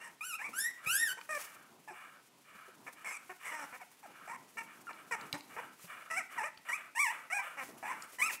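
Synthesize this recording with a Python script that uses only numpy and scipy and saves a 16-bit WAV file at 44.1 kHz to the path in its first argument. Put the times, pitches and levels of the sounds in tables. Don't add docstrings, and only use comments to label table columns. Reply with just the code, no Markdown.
import sys
import numpy as np
from scipy import signal
from scipy.fft import rfft, irfft, next_fast_len
from scipy.io import wavfile
from scipy.ndimage import uniform_filter1d

SR = 44100
rng = np.random.default_rng(int(sys.argv[2]) if len(sys.argv) > 2 else 0)


def wav_record(signal):
    frames = np.transpose(np.atleast_2d(signal))
    bounded = np.clip(frames, -1, 1)
    quanta = np.round(bounded * 32767).astype(np.int16)
    wavfile.write(sys.argv[1], SR, quanta)


N = 370440
TIME = np.arange(N) / SR
LOW_CUT_HZ, BAND_LIMIT_HZ = 38, 15750

# frequency in Hz, relative level in dB.
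ROOM_TONE = [(25, -40), (65, -35), (140, 2.5), (250, -4.5), (600, -5), (1400, -7.5), (2400, -4), (3700, -7),
             (8000, -12.5), (15700, -20)]
# frequency in Hz, seconds to die by 60 dB.
ROOM_T60 = [(150, 0.27), (1000, 0.42), (2500, 0.5), (8000, 0.34), (15000, 0.022)]
# delay in seconds, gain.
WALL_ECHOES = [(.0017, 0.65), (.0034, -0.0078), (.0056, 0.013), (.0093, 0.071), (0.0145, -.1),
               (0.02, -0.057)]

# frequency in Hz, relative level in dB.
SHUFFLE_COLOUR = [(25, -33), (60, -52), (85, -15.5), (160, -4), (280, 1), (500, -8.5), (1000, -5),
                  (3000, -33)]
SCUFF_COLOUR = [(200, -9), (1000, 2.5), (2400, 3), (4000, -4.5), (6000, 0.5), (8200, 1), (11000, 1),
                (13500, -2.5), (15800, -5)]
# peak time and length in seconds, relative rumble and hiss in dB.
BODY_SHIFTS = [(0.096, 0.24, -89, -75), (0.58, 0.26, -71, -55.5), (1.162, 1, -68.5, -61.5),
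               (1.734, 0.32, -71.5, -68.5), (2.924, 0.61, -68, -67), (3.619, 0.81, -83, -60.5),
               (4.245, 0.91, -68, -67.5), (4.804, 0.83, -68.5, -69.5), (5.355, 0.76, -61, -61.5),
               (6.2, 0.72, -69, -63), (7.191, 0.41, -80, -68), (7.807, 0.4, -62.5, -63),
               (8.292, 1, -69, -56.5)]
# peak time in seconds, level in dB, half-length in seconds.
PAW_SWIPES = [(1.403, -53, 0.18), (3.46, -68, 0.012), (5.838, -54, 0.085), (6.324, -59, 0.024),
              (7.646, -64.5, 0.11), (8.13, -55, 0.022), (8.333, -46.5, 0.065)]
# start in seconds, level in dB, pitch in Hz.
THUDS = [(.486, -51, 240), (0.613, -59, 210), (0.863, -50, 161), (0.913, -61, 85), (2.545, -59, 215),
         (2.677, -54.5, 368), (4.553, -56.5, 240), (5.122, -69, 105), (5.332, -48.5, 164),
         (5.839, -51, 172), (7.686, -49, 328), (7.738, -59, 261), (8.128, -57, 294), (8.22, -52, 240)]
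# start in seconds, level in dB, hardness in dB per octave.
KNOCKS = [(.195, -63, 0), (1.213, -41, -11), (4.931, -47, -2), (5.212, -45, 16), (5.328, -23, 2),
          (5.408, -38.5, -4), (5.795, -58, -14), (6.575, -42.5, -6), (8.023, -47, 30)]
# frequency in Hz, relative level in dB, seconds to die by 60 dB.
KNOCK_MODES = [(1250, -12, .012), (2315, -5, .016), (2850, -5, .014), (4161, 0, .013), (4600, -3, .009),
               (5150, -2, .009), (6794, -12, .014), (8193, -17, .02)]

# frequency in Hz, gain in dB.
AIRWAY_OPEN = [(200, -55), (700, -9), (1100, -3), (1350, 3), (1600, -2.5), (2300, -1), (2900, -8),
               (3500, -18), (4500, -46), (8000, -18), (11500, -25), (15800, -27)]
AIRWAY_SHUT = [(70, -45), (200, -20), (750, -5), (1150, -5), (1340, 11.5), (1550, 9.5), (2000, -37),
               (2380, -16), (2800, -17), (4200, -23), (8000, -27), (11500, -16), (15800, -39)]
# start, peak and end in seconds, level in dB.
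PANTS = [(-.03, 0.01, .15, -64), (0.769, 0.864, .88, -51.5), (1.372, 1.38, 1.715, -52),
         (1.918, 1.964, 2.23, -52), (2.432, 2.592, 2.78, -54.5), (2.942, 3.056, 3.28, -53),
         (3.384, 3.461, 3.76, -46.5), (4.047, 4.26, 4.29, -53.5), (4.658, 4.69, 4.84, -56.5),
         (4.923, 4.967, 5.11, -55), (5.16, 5.214, 5.32, -48.5), (5.485, 5.598, 5.75, -49.5),
         (5.863, 5.904, 6.14, -48), (6.292, 6.368, 6.42, -46.5), (6.649, 6.707, 6.72, -42.5),
         (6.763, 6.78, 6.91, -48.5), (7.096, 7.12, 7.28, -45.5), (7.407, 7.44, 7.6, -44.5),
         (7.835, 7.895, 8.14, -47)]

# frequency in Hz, gain in dB.
MOUTH = [(70, -50), (200, -9), (450, -13), (650, -12.5), (900, 8.5), (1130, -9), (1400, 3), (1630, -7),
         (1950, 1.5), (2350, -4), (2650, -5.5), (3100, -27.5), (3900, -33)]
# frequency in Hz, gain in dB.
SQUEAL_TREBLE = [(2600, -23), (3400, -19.5), (3750, -1.5), (4150, -31), (5500, 1.5), (6200, -12), (7600, 2),
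                 (9200, -5.5), (11200, 6), (12400, -9), (13600, -21), (14700, -33), (15800, -26)]
YELP_TREBLE = [(2800, -57), (3600, -23), (4400, -36), (5400, 8), (6900, -1.5), (8200, 14), (9300, -9),
               (10400, 6.5), (11800, -3.5), (13500, -32), (14700, -48), (15800, -36)]
# start and length in seconds, start and end pitch in Hz, level in dB,
# strain in dB per octave, treble against the level in dB, roughness from 0 to 1.
YIPS = [(1.172, 0.022, 411, 494, -45.5, -1, -20, 0.1), (1.29, .092, 631, 575, -39.5, -1, -12, 0.19),
        (1.876, 0.038, 875, 786, -42.5, -2.5, -23.5, 0.24), (1.904, 0.033, 374, 338, -49.5, -13, -15, 0.3),
        (2.864, 0.037, 567, 519, -47, -1, -21, 0.88), (3.045, 0.084, 1170, 1030, -41.5, 21, -13, 0.65),
        (3.106, 0.072, 1304, 1167, -47, 12, -5.5, 0.36), (3.293, 0.035, 355, 358, -44.5, -4, -27, 0.51),
        (3.514, 0.14, 320.3, 274, -44, -1, -13.5, .33), (3.726, 0.044, 237.3, 268, -46, 0, -26, 0.47),
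        (3.798, 0.041, 1026, 593, -49, -2, -34, 0.48), (4.029, 0.038, 960, 633, -48, -8, -25, 0.28),
        (4.275, 0.091, 820, 1074, -42.5, -6, -19, 0.6), (4.57, 0.0527, 462.4, 442, -41, 6.5, -19, 0.23),
        (4.869, 0.028, 1447, 1290, -41, -8, -27, 0), (4.891, 0.026, 499.6, 408, -43.5, 0.5, -23, 0.68),
        (5.11, 0.046, 513, 420.5, -33, 2.5, -17, 0.26), (5.332, .037, 265.6, 315, -37.5, -9, -18, 0.46),
        (5.564, 0.04, 384, 539, -39, -3.5, -32, 0.58), (7.387, .023, 922, 1040, -36.5, -1, -20, 0),
        (7.571, 0.069, 281.5, 247, -40.5, 1, -25, 0.3)]
# start, length, time to the turn and half-width of the bend in seconds, start, turn
# and end pitch in Hz, level in dB, strain in dB per octave, treble against the level in dB,
# roughness from 0 to 1.
YELPS = [(0.0, 0.11, 0.052, 0.056, 878.5, 950, 938, -51.5, 12, -12.5, 0.68),
         (0.385, 0.11, 0.086, 0.097, 748, 1196, 1060, -44.5, 4, -19, 0.46),
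         (3.44, 0.12, 0.027, 0.056, 1016, 1028, 994, -43.5, 10, -14.5, 0.49),
         (6.101, 0.12, 0.08, .029, 657, 768, 640, -36, 0.5, -14.5, 0.2),
         (6.378, 0.048, .027, 0.045, 1155, 848, 940, -31.5, -3.5, -24, 0.2),
         (6.413, .078, .049, .045, 410, 648, 552, -39, -3.5, -16.5, 0.4),
         (6.685, 0.086, .069, 0.042, 961, 1256, 1200, -36.5, 6, -15, .2),
         (7.3, .117, 0.054, .05, 642, 829, 775, -36, 0.5, -16, 0.22),
         (7.827, 0.12, 0.077, 0.05, 831.5, 993, 767, -38.5, -5.5, -23, 0.56)]
# time in seconds, pitch in Hz, relative mouth and treble in dB.
FIRST_SQUEAL = [(0.208, 1210, -45, -68), (0.22, 1220, -40.5, -61), (0.254, 1468, -44.5, -45),
                (0.274, 1537, -47, -44.5), (0.34, 1230, -40, -47.5), (0.358, 1360, -39.5, -56),
                (0.368, 1320, -55, -51)]
RISING_SQUEAL = [(0.53, 1360, -49, -58), (0.54, 1354, -43.5, -57), (0.592, 1613, -37, -34.5),
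                 (0.606, 1760, -54, -34.5), (0.648, 1843, -39.5, -38.5), (0.69, 1978, -31.5, -53),
                 (0.704, 1820, -56, -53), (0.715, 2060, -33, -56)]
LONG_SQUEAL = [(0.86, 1188, -40.5, -54), (0.886, 1280, -28.5, -43), (0.936, 1546, -35.5, -36),
               (0.962, 1623, -36.5, -32.5), (0.988, 1798, -47.5, -34.5), (1.03, 1875, -30.5, -40.5),
               (1.062, 1785, -42, -42.5), (1.092, 1500, -34.5, -48), (1.124, 1487, -37.5, -48),
               (1.132, 1550, -33, -47)]
FIRST_WAIL = [(6.95, 806, -51, -63), (6.962, 888, -37, -43.5), (6.974, 916, -34.5, -50),
              (7.002, 1164, -30, -39), (7.03, 1180, -34.5, -39.5), (7.054, 1007, -29.5, -46.5),
              (7.08, 831.5, -35.5, -48), (7.12, 1027, -37.5, -58)]
LAST_WAIL = [(8.185, 985, -47, -63), (8.205, 981, -29, -47), (8.231, 1210, -33, -43),
             (8.271, 1357, -34, -42), (8.289, 1186, -36.5, -59), (8.301, 899, -39, -52),
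             (8.312, 863, -36, -47)]
# course, strain in dB per octave, roughness from 0 to 1.
SQUEALS = [(FIRST_SQUEAL, 10.7, 0.062), (RISING_SQUEAL, 1.4, 0.076), (LONG_SQUEAL, 15, 0.091)]
WAILS = [(FIRST_WAIL, 5.7, 0.071), (LAST_WAIL, 10, 0.21)]


def amp(db):
    return 10 ** (np.asarray(db) / 20)


def read(points, hz):
    f, value = np.transpose(points)
    return np.interp(np.log(hz + 1), np.log(f + 1), value)


def add(mix, start, sound):
    part = mix[max(round(start * SR), 0):][:len(sound)]
    part += sound[:len(part)]


def span(start, length):
    return start + np.arange(int(length * SR)) / SR


def white(size):
    return rng.standard_normal(max(size, SR // 2))[:size]


def colour(x, points):
    length = next_fast_len(len(x))
    gain = amp(read(points, np.fft.rfftfreq(length, 1 / SR)))
    shaped = irfft(rfft(x, length) * gain, length)[:len(x)]
    return shaped / np.sqrt(np.mean(shaped ** 2) + 1e-20)


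def noise(size, points):
    return colour(white(size), points)


def wander(size, hz):
    return np.interp(np.arange(size) * 2 * hz / SR, np.arange(2048), rng.standard_normal(2048))


def room_tone(level_db=-69.5):
    return amp(level_db) * noise(N, ROOM_TONE)


def reflections(x, tail_db=-13, gap_s=0.006, echoes_per_s=3000):
    taps = rng.standard_normal(SR // 2) * (rng.random(SR // 2) < echoes_per_s / SR)
    hz, t, bands = signal.stft(taps, SR, nperseg=256)
    decay = amp(-60 * t / read(ROOM_T60, hz)[:, None])
    tail = signal.istft(bands * decay, SR, nperseg=256)[1]
    response = np.zeros(SR)
    response[0] = 1
    for delay, gain in WALL_ECHOES:
        add(response, delay, gain * np.array([1, 2, 1]) / 4)
    add(response, gap_s, amp(tail_db) * tail / np.linalg.norm(tail))
    return signal.fftconvolve(x, response / np.linalg.norm(response))[:N]


def blanket(lumps_db=4, scuff_db=-2, flicker_db=4, snags_per_s=110):
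    weight, drag = amp(-73), amp(-70.5)
    for peak, length, weight_db, hiss_db in BODY_SHIFTS:
        move = np.exp(-(2 * (TIME - peak) / length) ** 2)
        weight = np.hypot(weight, amp(weight_db) * move)
        drag = np.hypot(drag, amp(hiss_db) * move)
    weight *= amp(lumps_db * wander(N, 8.4))
    drag *= amp(scuff_db)
    for peak, level_db, half_s in PAW_SWIPES:
        add(drag, peak - half_s, amp(level_db) * np.hanning(int(2 * half_s * SR)) ** 2)
    snags = 0.36 * np.minimum(rng.exponential(1, N), 3) * (rng.random(N) < snags_per_s / SR)
    tugs = signal.lfilter([1], [1, -0.98], snags)
    fibres = colour(white(N) * (1 + tugs), SCUFF_COLOUR)
    return weight * noise(N, SHUFFLE_COLOUR) + drag * amp(flicker_db * wander(N, 30)) * fibres


def thud(start, level_db, hz, rise_s=0.0077):
    t = np.arange(SR // 6) / SR
    rumble = noise(len(t), [(hz / 2, -20), (hz, 0), (hz * 10, -22)])
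    swell = (t / rise_s * np.exp(1 - t / rise_s)) ** 2
    return start, amp(level_db) * swell * (np.sin(2 * np.pi * hz * t) + 0.75 * rumble)


def knock(start, level_db, hardness, crack_s=0.00031):
    t = np.arange(SR // 8) / SR
    spot = 1 + rng.uniform(-0.1, 0.1)
    ring = np.zeros(len(t))
    for hz, db, t60 in KNOCK_MODES:
        decay = amp(db + hardness * np.log2(hz / 4000) - 60 * t / t60)
        ring += decay * np.sin(2 * np.pi * (hz * spot * t + rng.random()))
    crack = noise(len(t), [(100, -9), (1500, -22), (5000, 2 * hardness), (15000, 4 * hardness - 10)])
    return start, amp(level_db) * (ring / 2 + 0.51 * np.exp(-t / crack_s) * crack)


def pant(start, peak, end, level_db, flutter_db=2, ends_db=-11):
    t = np.arange(start, end, 1 / SR)
    shut = np.linspace(0, 1, len(t))
    air = np.sqrt(1 - shut) * noise(len(t), AIRWAY_OPEN) + np.sqrt(shut) * noise(len(t), AIRWAY_SHUT)
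    swell_db = np.interp(t, [start, peak, end], [ends_db, 0, ends_db])
    flow = amp(level_db + swell_db + flutter_db * wander(len(t), 37.8))
    return start, air * flow * signal.windows.tukey(len(t), 0.15)


def blend(harmonics, gains, puffs, spectrum, air_share):
    tone = (gains * harmonics).sum(0) / np.sqrt((gains ** 2).sum(0) / 2)
    air_share = np.clip(air_share, 0, 1)
    return np.sqrt(1 - air_share ** 2) * tone + air_share * colour(puffs, spectrum)


def voice(hz, level_db, treble_db, strain, rough, treble_colour, treble_air, ring_db,
          ring_hz=2170, ring_width_hz=670, catch_s=0.024, shimmer_db=2,
          attack_s=0.0012, release_s=0.003, closing_db=-4, closing_s=0.0087):
    t = np.arange(len(hz)) / SR
    left_s = t[-1] - t
    catch = 0.27 * np.exp(-np.minimum(t, left_s) / catch_s)
    rough = np.clip(rough + catch, 0, 1) ** 1.5
    jitter = (0.011 + 0.077 * rough) * wander(len(t), 230)
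    cycles = np.cumsum(hz * (1 + jitter)) / SR
    k = np.arange(1, int(BAND_LIMIT_HZ / hz.min()) + 1)[:, None]
    harmonics = np.cos(2 * np.pi * (k * cycles + rng.random((100, 1))[:len(k)]))
    tilt = 4 * min(np.log2(hz.mean() / 1000), 0)
    top = [(f, db + tilt * np.log2(f / 8000)) for f, db in treble_colour]
    mouth_db = read(MOUTH, k * hz) + strain * np.log2(np.minimum(k * hz, 2600) / 1500)
    mouth_db += ring_db * np.exp(-((k * hz - ring_hz) / ring_width_hz) ** 2)
    puffs = (1 + np.cos(2 * np.pi * cycles)) * white(len(t))
    rasp = 0.94 * rough
    low = blend(harmonics, amp(mouth_db), puffs, MOUTH, rasp)
    treble = blend(harmonics, amp(read(top, k * hz)), puffs, top, treble_air + rasp)
    treble *= 1 + 0.11 * wander(len(t), 26.3) * np.cos(np.pi * cycles)
    treble *= amp(closing_db * np.exp(-left_s / closing_s))
    fade = np.minimum(t / attack_s, 1) * np.minimum(left_s / release_s, 1)
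    shimmer = amp(shimmer_db * wander(len(t), 109.9))
    return fade * shimmer * (amp(level_db) * low + amp(treble_db) * treble)


def yip(start, length, start_hz, end_hz, level_db, strain, treble_db, rough, strain_per_db=1.38):
    progress = span(0, length) / length
    arch = 0.03 * (np.sin(np.pi * progress) - 2 / np.pi)
    hz = (start_hz + (end_hz - start_hz) * progress) * (1 + arch)
    push_db = np.interp(progress, [0, 0.41, 1], [-4, 0, -4])
    force_db = level_db + push_db
    return start, voice(hz, force_db, force_db + treble_db, strain + strain_per_db * push_db,
                        rough, YELP_TREBLE, treble_air=0.15, ring_db=2)


def yelp(start, length, turn_s, bend_s, start_hz, turn_hz, end_hz, level_db, strain, treble_db, rough,
         rise_s=0.016, fall_s=0.03):
    t = span(0, length)
    bend = np.cos(np.pi / 2 * np.clip((t - turn_s) / bend_s, -1, 1)) ** 2
    hz = turn_hz * bend + np.where(t < turn_s, start_hz, end_hz) * (1 - bend)
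    onset_db = -5.5 * np.maximum(1 - t / rise_s, 0)
    ending_db = -9 * np.maximum(1 - (length - t) / fall_s, 0)
    force_db = level_db + onset_db + ending_db
    opening_db = 5 * (bend - 0.5)
    return start, voice(hz, force_db, force_db + treble_db + opening_db, strain,
                        rough, YELP_TREBLE, treble_air=0.1, ring_db=5.5)


def long_cry(course, strain, rough, treble_colour, treble_air, mouth_gain_db=0, treble_gain_db=-1.5):
    times, *columns = np.transpose(course)
    t = span(times[0], times[-1] - times[0])
    hz, level_db, treble_db = (
        uniform_filter1d(np.interp(t, times, column), size=400, mode="nearest") for column in columns)
    return times[0], voice(hz, level_db + mouth_gain_db, treble_db + treble_gain_db, strain,
                           rough, treble_colour, treble_air, ring_db=0.5)


def scene():
    box = np.zeros(N)
    for row in SQUEALS:
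        add(box, *long_cry(*row, SQUEAL_TREBLE, treble_air=0.29))
    for row in WAILS:
        add(box, *long_cry(*row, YELP_TREBLE, treble_air=0.18, mouth_gain_db=0.5))
    for source, table in (yelp, YELPS), (yip, YIPS), (pant, PANTS), (knock, KNOCKS), (thud, THUDS):
        for row in table:
            add(box, *source(*row))
    return (reflections(box) + blanket() + room_tone())[None]


def record(dry):
    bass_cut = signal.butter(2, LOW_CUT_HZ, "highpass", fs=SR, output="sos")
    band_limit = signal.firwin(511, BAND_LIMIT_HZ, window=("kaiser", 9), fs=SR)
    return signal.oaconvolve(signal.sosfilt(bass_cut, dry), band_limit[None], "same")


dry = scene()
out = record(dry)
wav_record(out)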